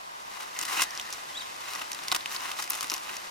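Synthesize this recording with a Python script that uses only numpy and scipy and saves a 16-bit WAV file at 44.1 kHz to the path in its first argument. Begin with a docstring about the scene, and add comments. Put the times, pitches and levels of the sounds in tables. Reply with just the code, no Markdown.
"""Picking open an eggshell

Fingers pick at a cracked egg on straw bedding outdoors, close to a stereo microphone.
Damped sines make the snaps and chips; coloured grains make the crunches, scrapes and soft hand rustle.
The same breaks and strokes ring the hollow egg, a bank of resonances; squeaks and bumps are shaped noise.
One faint peep, like a chick's, is a gliding sine with a weak octave; steady filtered noise is the air."""
import sys
import numpy as np
from scipy import signal
from scipy.fft import rfft, irfft, next_fast_len
from scipy.io import wavfile
from scipy.ndimage import map_coordinates

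SR = 44100
rng = np.random.default_rng(int(sys.argv[2]) if len(sys.argv) > 2 else 0)


def wav_record(signal):
    """Record a signal, one row per channel, as 16-bit PCM in the file named by sys.argv[1]."""
    frames = np.transpose(np.atleast_2d(signal))
    bounded = np.clip(frames, -1, 1)
    # unit amplitude maps onto the largest positive 16-bit level
    quanta = np.round(bounded * 32767).astype(np.int16)
    wavfile.write(sys.argv[1], SR, quanta)


N = 145530
SIDES = np.array([[1], [-1]])  # left, right


def amp(db):
    """Decibels to gain."""
    return 10 ** (np.asarray(db) / 20)


def unit(x):
    """Scale to rms 1."""
    return x / np.sqrt(np.mean(x ** 2) + 1e-20)


def along(points, hz):
    """Read a curve of (frequency [Hz], value) points on a log frequency axis."""
    f, value = np.transpose(points)
    return np.interp(np.log(hz + 1), np.log(f + 1), value)


def clock():
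    """Time of each sample [s]."""
    return np.arange(N) / SR


def wobble(rate):
    """A smooth random curve with the given number of knots a second."""
    return map_coordinates(rng.standard_normal(N), [clock() * rate])


def filtered(x, response):
    """Multiply the spectrum of x by a complex response of frequency."""
    size = 2 * next_fast_len(N // 2 + 8192)  # even, with room for the filter's tail
    spectrum = rfft(x, size) * response(np.fft.rfftfreq(size, 1 / SR))
    return irfft(spectrum, size)[..., :N]


def causal(points, hz):
    """A minimum-phase response with the given colour, by folding its cepstrum."""
    cepstrum = irfft(np.log(amp(along(points, hz))))
    fold = np.sign(len(cepstrum) / 2 - np.arange(len(cepstrum))) + 1
    return np.exp(rfft(cepstrum * fold) - cepstrum[0])


def coloured(x, points):
    """x in a causal colour, at rms 1."""
    return unit(filtered(x, lambda hz: causal(points, hz)))


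def grains(rate, spread_db, apart):
    """Random impulses of uneven size; the share `apart` of the power differs between the sides."""
    size = amp(spread_db * np.clip(rng.standard_normal((3, N)), -2, 2))
    hits = (rng.random((3, N)) < rate / SR) * size * rng.choice([-1, 1], (3, N))
    return unit(np.sqrt(1 - apart) * hits[0] + np.sqrt(apart) * hits[1:])


def burst(start, hold, t60):
    """Sudden onset, hold and exponential release."""
    t = clock() - start
    return (t >= 0) * amp(-60 * np.clip((t - hold) / t60, 0, 2))


def stroke(start, top, end):
    """Finger pressure builds and lets go."""
    return np.interp(clock(), [start, top, end], [0, 1, 0]) ** 0.63  # rounder than a triangle


def echo(x, t60):
    """A diffuse decaying-noise tail, different on each side."""
    t = np.arange(SR // 4) / SR
    tail = rng.standard_normal((2, len(t))) * amp(-60 * t / t60) * (1 - np.exp(-t / .001))
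    tail = tail / np.linalg.norm(tail, axis=1, keepdims=True)
    return signal.fftconvolve(np.atleast_2d(x), tail, axes=1)[:, :N]


# Single fractures of the shell:
# (time [s], snap level [dB], flake pitch [Hz], splinter level [dB], hollow ring level [dB])
SNAP_TABLE = [(.4063, -32, 2660, -35, -38), (0.564, -28, 2166, -54, -36), (.5897, -10.5, 6600, -33, -48),
              (0.6136, -11.5, 7640, -29, -42), (0.629, -35, 6060, -32, -39), (0.8194, -20, 6000, -45, -43),
              (.834, -24, 5500, -41, -49), (0.9074, -19.5, 5600, -37, -52), (0.952, -20, 5500, -46, -50),
              (.976, -14.5, 5570, -35, -50), (.9977, -14, 3240, -28.5, -46), (1.0134, -17, 5800, -38, -54),
              (1.1267, -15, 5650, -37, -46), (1.1376, -17, 5800, -49, -60), (1.752, -20, 5530, -34, -38),
              (1.758, -38, 2850, -37, -26.5), (1.7948, -25, 2700, -34, -52.5),
              (1.8996, -32, 2670, -41, -42), (1.9174, -24.5, 5100, -24, -50.5),
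              (1.9314, -16, 5830, -34.5, -56), (1.9475, -32, 7000, -29.5, -47),
              (1.990, -27, 3900, -46, -40), (2.0829, -12, 4400, -23.5, -50), (2.1168, -4.5, 3960, -20, -27),
              (2.1474, -10.5, 3180, -18.5, -21), (2.2082, -20.5, 3980, -46, -55),
              (2.2589, -13.5, 2820, -28, -29), (2.3295, -17, 12000, -43, -52),
              (2.3638, -11.5, 4500, -45, -48), (2.4067, -20, 5530, -52, -40),
              (2.516, -24.5, 3030, -27, -40), (2.6244, -19, 5300, -26.5, -34),
              (2.6767, -24, 2540, -33, -46), (2.7052, -7.5, 9750, -22, -32), (2.7192, -16, 9600, -30, -33),
              (2.733, -20, 5330, -27.5, -34), (2.7428, -21.5, 3670, -30, -45),
              (2.7525, -31, 5150, -28.5, -36), (2.789, -26, 5500, -37, -44),
              (2.8086, -16, 5000, -21.5, -40), (2.8275, -34, 4600, -26.5, -28),
              (2.8431, -24, 2630, -31, -30), (2.8996, -7, 5430, -26.5, -60), (2.905, -20, 5000, -27, -53),
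              (2.9176, -20, 2630, -27, -29.5), (2.9395, -10, 5940, -29, -47), (2.944, -24, 5600, -37, -37),
              (2.9652, -19, 5740, -34, -35), (2.9794, -22, 5300, -33, -40), (3.0939, -20, 2890, -40, -38),
              (3.1336, -24, 2630, -51, -45), (3.1674, -36, 5590, -28.5, -48)]
# Thin high chips: (time [s], level [dB], pitch [Hz])
CHIP_TABLE = [(2.701, -11.5, 13800), (2.702, -30, 14100), (2.9397, -21, 13200)]
SNAP_DECAY_CYCLES, SNAP_RISE_CYCLES = 1.4, 0.5
SNAP_SWING_S = 0.000014  # typical shift of each side, in opposite directions
FLICK_DB = -4  # peak of the flick against the table's snap level
CHIP_T60 = 0.0062  # s


def snaps():
    """Each fracture flicks a flake for a cycle or two, from its own spot; thin chips are decaying sines."""
    out = np.zeros((2, N + SR))
    t = np.arange(SR // 50) / SR
    swings = rng.standard_normal(len(SNAP_TABLE))
    for (start, db, hz, _, _), swing in zip(SNAP_TABLE, swings):
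        cycles = hz * np.maximum(t + SNAP_SWING_S * swing * SIDES, 0)
        envelope = np.exp(-cycles / SNAP_DECAY_CYCLES) * (1 - np.exp(-cycles / SNAP_RISE_CYCLES))
        flick = np.sin(2 * np.pi * cycles) * envelope
        # the first swing is negative
        out[:, round(start * SR):][:, :len(t)] -= amp(db + FLICK_DB) * flick / abs(flick).max()
    for start, db, hz in CHIP_TABLE:
        chip = amp(db - 60 * t / CHIP_T60) * np.sin(2 * np.pi * hz * t)
        out[:, round(start * SR):][:, :len(t)] += chip
    return out[:, :N]


# Quick runs of fractures: (time [s], length [s], crackle level [dB], hollow ring level [dB])
CRUNCH_TABLE = [(0.589, 0.0025, -30.5, -59), (.6255, 0.0038, -33, -44), (0.632, 0.004, -36, -38),
                (.652, .005, -34, -54), (.685, 0.0033, -49, -46), (.794, 0.0065, -36, -29.5),
                (0.805, 0.01, -28, -35.5), (.8195, 0.005, -21, -27.5), (0.829, 0.011, -27.5, -61),
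                (1.127, .004, -38.5, -53), (1.815, 0.0055, -41.5, -31.5), (2.1225, 0.0033, -25.5, -24),
                (2.128, 0.0037, -47, -40), (2.151, 0.0041, -34, -27.5), (2.1605, 0.004, -27, -31),
                (2.347, 0.0063, -39, -39), (2.588, .014, -40, -35), (2.83, 0.0025, -35, -37),
                (2.836, 0.0034, -50, -42), (2.923, 0.0063, -49, -39), (2.931, 0.002, -37, -46),
                (2.943, 0.0099, -43, -47)]
# Finger strokes over the shell:
# (start [s], strongest [s], end [s], grit level [dB], hollow ring level [dB])
STROKE_TABLE = [(0.26, 0.357, 0.428, -54.5, -46), (0.391, .415, .51, -49.5, -42.5),
                (0.528, 0.644, 0.74, -43, -40.5), (0.675, 0.757, .80, -35.5, -30.5),
                (0.768, 0.814, 0.86, -40, -31), (0.834, 0.986, 1.1, -66, -50.5),
                (1.08, 1.107, 1.255, -49.5, -46.5), (1.599, 1.723, 1.876, -46, -40),
                (1.88, 2.068, 2.24, -51.5, -45), (2.289, 2.34, 2.376, -38.5, -38),
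                (2.365, 2.451, 2.57, -43.5, -36.5), (2.557, 2.598, 2.67, -39, -39.5),
                (2.684, 2.746, 2.87, -42.5, -41.5), (2.785, 2.87, 3, -50, -50.5),
                (2.883, 2.95, 3.09, -48, -47.5), (3.018, 3.117, 3.22, -48.5, -42)]
# Colour of breaking and rubbed shell: (frequency [Hz], relative level [dB])
GRIT_COLOUR = [(300, -35.5), (1000, -5), (2000, -3), (2800, 1), (4000, -0.5), (5800, 3.5), (8500, -2),
               (10500, -1), (14000, -8), (16000, -16)]
SPLINTER_T60, CRUNCH_T60 = 0.013, 0.012  # s
CRUMB_DB, CRUMB_MOST_DB = -3, -44  # crumbs against the rubbing, and their ceiling


def crackle(jerk):
    """Bright micro-fractures: splinters after a snap, crunches, and grit and crumbs under the strokes."""
    breaking = sum(amp(db) * burst(s, 0, SPLINTER_T60) for s, _, _, db, _ in SNAP_TABLE)
    breaking = breaking + sum(amp(db) * burst(s, length, CRUNCH_T60) for s, length, db, _ in CRUNCH_TABLE)
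    rubbing = jerk * sum(amp(db) * stroke(a, b, c) for a, b, c, db, _ in STROKE_TABLE)
    fractures = coloured(grains(rate=12000, spread_db=5.5, apart=0.37), GRIT_COLOUR)
    grit = coloured(grains(rate=3500, spread_db=8, apart=0.37), GRIT_COLOUR)
    crumbs = coloured(grains(rate=220, spread_db=10, apart=0.2), GRIT_COLOUR)
    crumb_gain = np.minimum(amp(CRUMB_DB) * rubbing, amp(CRUMB_MOST_DB))
    return breaking * fractures + rubbing * grit + crumb_gain * crumbs


# Overall colour of the hollow egg: (frequency [Hz], relative level [dB])
HOLLOW_COLOUR = [(60, -41), (120, -24), (200, -20), (290, -6), (450, -13), (620, -9.5), (780, 0.5),
                 (1150, 1), (1700, -4.5), (2700, -6.5), (4000, -17.5), (8000, -20)]
# Resonances of the egg: (frequency [Hz], width [Hz], relative level [dB])
EGG_MODES = [(760, 46, -3), (1132, 250, -5), (1453, 150, -2.5), (1998, 220, -1.5), (2790, 310, 2.5),
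             (3920, 230, 14)]
EGG_BROAD_DB = 1.5  # unresonant part, on the same scale as the resonances
RING_T60 = 0.017  # s, of the drive after a snap
CLUMP_DB = -3  # small catches of the fingers that knock the egg, against the fine grains


def egg_response(hz):
    """Parallel band-pass resonances on a broad path, in the hollow colour, at rms 1 over frequency."""
    modes = sum(amp(db) * 1j * hz * width / (centre ** 2 - hz ** 2 + 1j * hz * width)
                for centre, width, db in EGG_MODES)
    response = causal(HOLLOW_COLOUR, hz) * (amp(EGG_BROAD_DB) + modes)
    return response / np.sqrt(np.mean(abs(response) ** 2))


def hollow(jerk):
    """The same snaps, crunches and strokes drive the hollow egg with grains."""
    breaking = sum(amp(db) * burst(s, 0, RING_T60) for s, _, _, _, db in SNAP_TABLE)
    breaking = breaking + sum(amp(db) * burst(s, length, CRUNCH_T60) for s, length, _, db in CRUNCH_TABLE)
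    rubbing = jerk * sum(amp(db) * stroke(a, b, c) for a, b, c, _, db in STROKE_TABLE)
    fine = grains(rate=7000, spread_db=2.5, apart=0.43)
    clumps = grains(rate=170, spread_db=3, apart=0.21)
    drive = breaking * fine + rubbing * unit(fine + amp(CLUMP_DB) * clumps)
    return filtered(drive, egg_response)


# Narrow rubbing notes: (start [s], strongest [s], end [s], pitch [Hz], level [dB])
SQUEAK_TABLE = [(0.55, 0.56, 0.68, 2030, -45), (0.747, 0.82, 0.82, 2780, -32),
                (0.837, .90, 1.09, 1830, -47), (.955, 0.984, 1.02, 3050, -46.5),
                (1.02, 1.112, 1.1, 1850, -44)]
SQUEAK_WIDTH = 0.08  # half-width of the band, as a share of the pitch


def squeaks():
    """Now and then the rubbing gathers round one pitch: noise in a narrow band."""
    def note(hz):
        band = lambda f: 1 / (1 + ((f / hz - 1) / SQUEAK_WIDTH) ** 2)
        return unit(filtered(rng.standard_normal(N), band))
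    return sum(amp(db) * stroke(a, b, c) * note(hz) for a, b, c, hz, db in SQUEAK_TABLE)


# Soft bumps of the egg on its bedding: (time [s], level [dB])
BUMP_TABLE = [(.62, -43.5), (.75, -44), (.812, -52), (1.818, -52), (2.123, -42), (2.15, -45), (2.842, -42),
              (2.919, -37.5), (3.113, -45)]
# Colour of the bedding: (frequency [Hz], relative level [dB])
BEDDING_COLOUR = [(60, -29), (130, -33), (220, -6.5), (300, 2), (450, -5.5), (750, 0), (1500, -46),
                  (4000, -52)]
BUMP_T60 = 0.091  # s


def bumps():
    """The egg is nudged against the straw: dull decaying noise."""
    thud = coloured(rng.standard_normal(N), BEDDING_COLOUR)
    return sum(amp(db) * burst(s, 0, BUMP_T60) for s, db in BUMP_TABLE) * thud


# Rustle of the moving hand: (time [s], level [dB])
RUSTLE_LEVEL = [(0, -49.5), (.25, -48.5), (.36, -46.5), (.52, -46.5), (.9, -41.5), (1.2, -43.5), (1.4, -42),
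                (1.5, -42), (1.9, -43), (2.25, -42), (2.7, -44), (3.02, -44), (3.3, -42.5)]
# Colour of skin on straw: (frequency [Hz], relative level [dB])
SKIN_COLOUR = [(100, -13), (300, -4), (600, -3), (1000, 2), (1900, 0.5), (3500, -2.5), (6000, -5.5),
               (8500, -9.5), (14000, -15.5), (16000, -37)]


def rustle():
    """Skin and straw brush softly as the hand moves: dense grains at an uneven level."""
    s, db = np.transpose(RUSTLE_LEVEL)
    level = amp(np.interp(clock(), s, db) + 0.79 * wobble(rate=38))
    return level * coloured(grains(rate=4000, spread_db=6, apart=0.6), SKIN_COLOUR)


# A faint peep in two notes: (time [s], pitch [Hz], level [dB])
PEEP_TRACK = [(1.345, 3154, -65), (1.352, 3260, -35.5), (1.369, 3690, -45), (1.378, 3885, -28),
              (1.383, 3980, -39), (1.385, 3955, -70), (1.394, 4800, -65), (1.399, 4740, -37.5),
              (1.403, 4580, -65), (1.406, 3790, -38), (1.412, 3840, -32), (1.416, 3500, -46),
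              (1.421, 3220, -38), (1.428, 3130, -65)]
PEEP_OCTAVE_DB, PEEP_ROUGH = -13.5, 0.022  # octave against the whistle; random share of the pitch
PEEP_ECHO_DB, PEEP_ECHO_T60 = -7, 0.29  # dB against the call, s


def peep():
    """A thin whistle that rises and falls, with a weak octave and a soft echo."""
    s, hz, db = np.transpose(PEEP_TRACK)
    pitch = np.interp(clock(), s, hz) * (1 + PEEP_ROUGH * wobble(rate=980))
    phase = 2 * np.pi * np.cumsum(pitch) / SR
    tone = np.sin(phase) + amp(PEEP_OCTAVE_DB) * np.sin(2 * phase)
    call = np.interp(clock(), s, amp(db), left=0, right=0) * tone
    return call + amp(PEEP_ECHO_DB) * echo(call, PEEP_ECHO_T60)


# Colour of the outdoor air: (frequency [Hz], relative level [dB])
AIR_COLOUR = [(25, -9), (120, -10), (170, -5), (280, -6), (480, -3.5), (780, 9.5), (1000, 13.5), (1500, 3),
              (3000, -5.5), (6000, -9.5), (8600, -16), (14000, -20), (16000, -26)]
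# Likeness of the two sides of the air: (frequency [Hz], left-right correlation [-1 to 1])
AIR_ALIKE_CURVE = [(30, -0.055), (150, -0.27), (400, -0.17), (900, -0.93), (1600, -0.99), (2600, -0.49),
                   (5000, -0.15), (12000, 0.011)]
AIR_DB = -42.5  # rms


def air():
    """Steady outdoor hiss, wide in the midrange: mid and side noise mixed by the wanted correlation."""
    def mid_side(hz):
        turn = np.arccos(np.clip(along(AIR_ALIKE_CURVE, hz), -.98, .98)) / 2
        return amp(along(AIR_COLOUR, hz)) * [np.cos(turn), np.sin(turn)]
    mid, side = filtered(rng.standard_normal((2, N)), mid_side)
    return amp(AIR_DB) * unit(np.array([mid + side, mid - side]))


# Lead of the left side of the microphone: (frequency [Hz], phase lead [rad])
LEFT_LEAD = [(100, .1), (300, 1.5), (600, 2.63), (950, 2.05), (1500, 0.84), (3000, 0.72), (6000, 0.54),
             (8500, 1.61), (11000, 1.56), (15000, 1.9)]
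LEFT_DB = 0.6  # left raised and right lowered by this much
SCATTER_DB, SCATTER_T60 = -10.5, 0.027  # dB against the direct sound, s


def nearby(x):
    """Close sound reaches the left side first; hand and bedding scatter a short tail."""
    direct = filtered(x, lambda hz: np.exp(.5j * SIDES * along(LEFT_LEAD, hz)))
    return amp(LEFT_DB * SIDES) * (direct + amp(SCATTER_DB) * echo(x, SCATTER_T60))


def scene():
    """All close sounds in one spot, over the outdoor air; the fingers stick and slip."""
    jerk = amp(1.5 * wobble(rate=130))  # uneven rubbing, in dB
    breaking = snaps() + crackle(jerk) + hollow(jerk)
    return nearby(breaking + squeaks() + bumps() + rustle() + peep()) + air()


def record(dry):
    """The microphone passes nothing from 16 kHz up."""
    return filtered(dry, lambda hz: hz < 16000)


dry = scene()
out = record(dry)
wav_record(out)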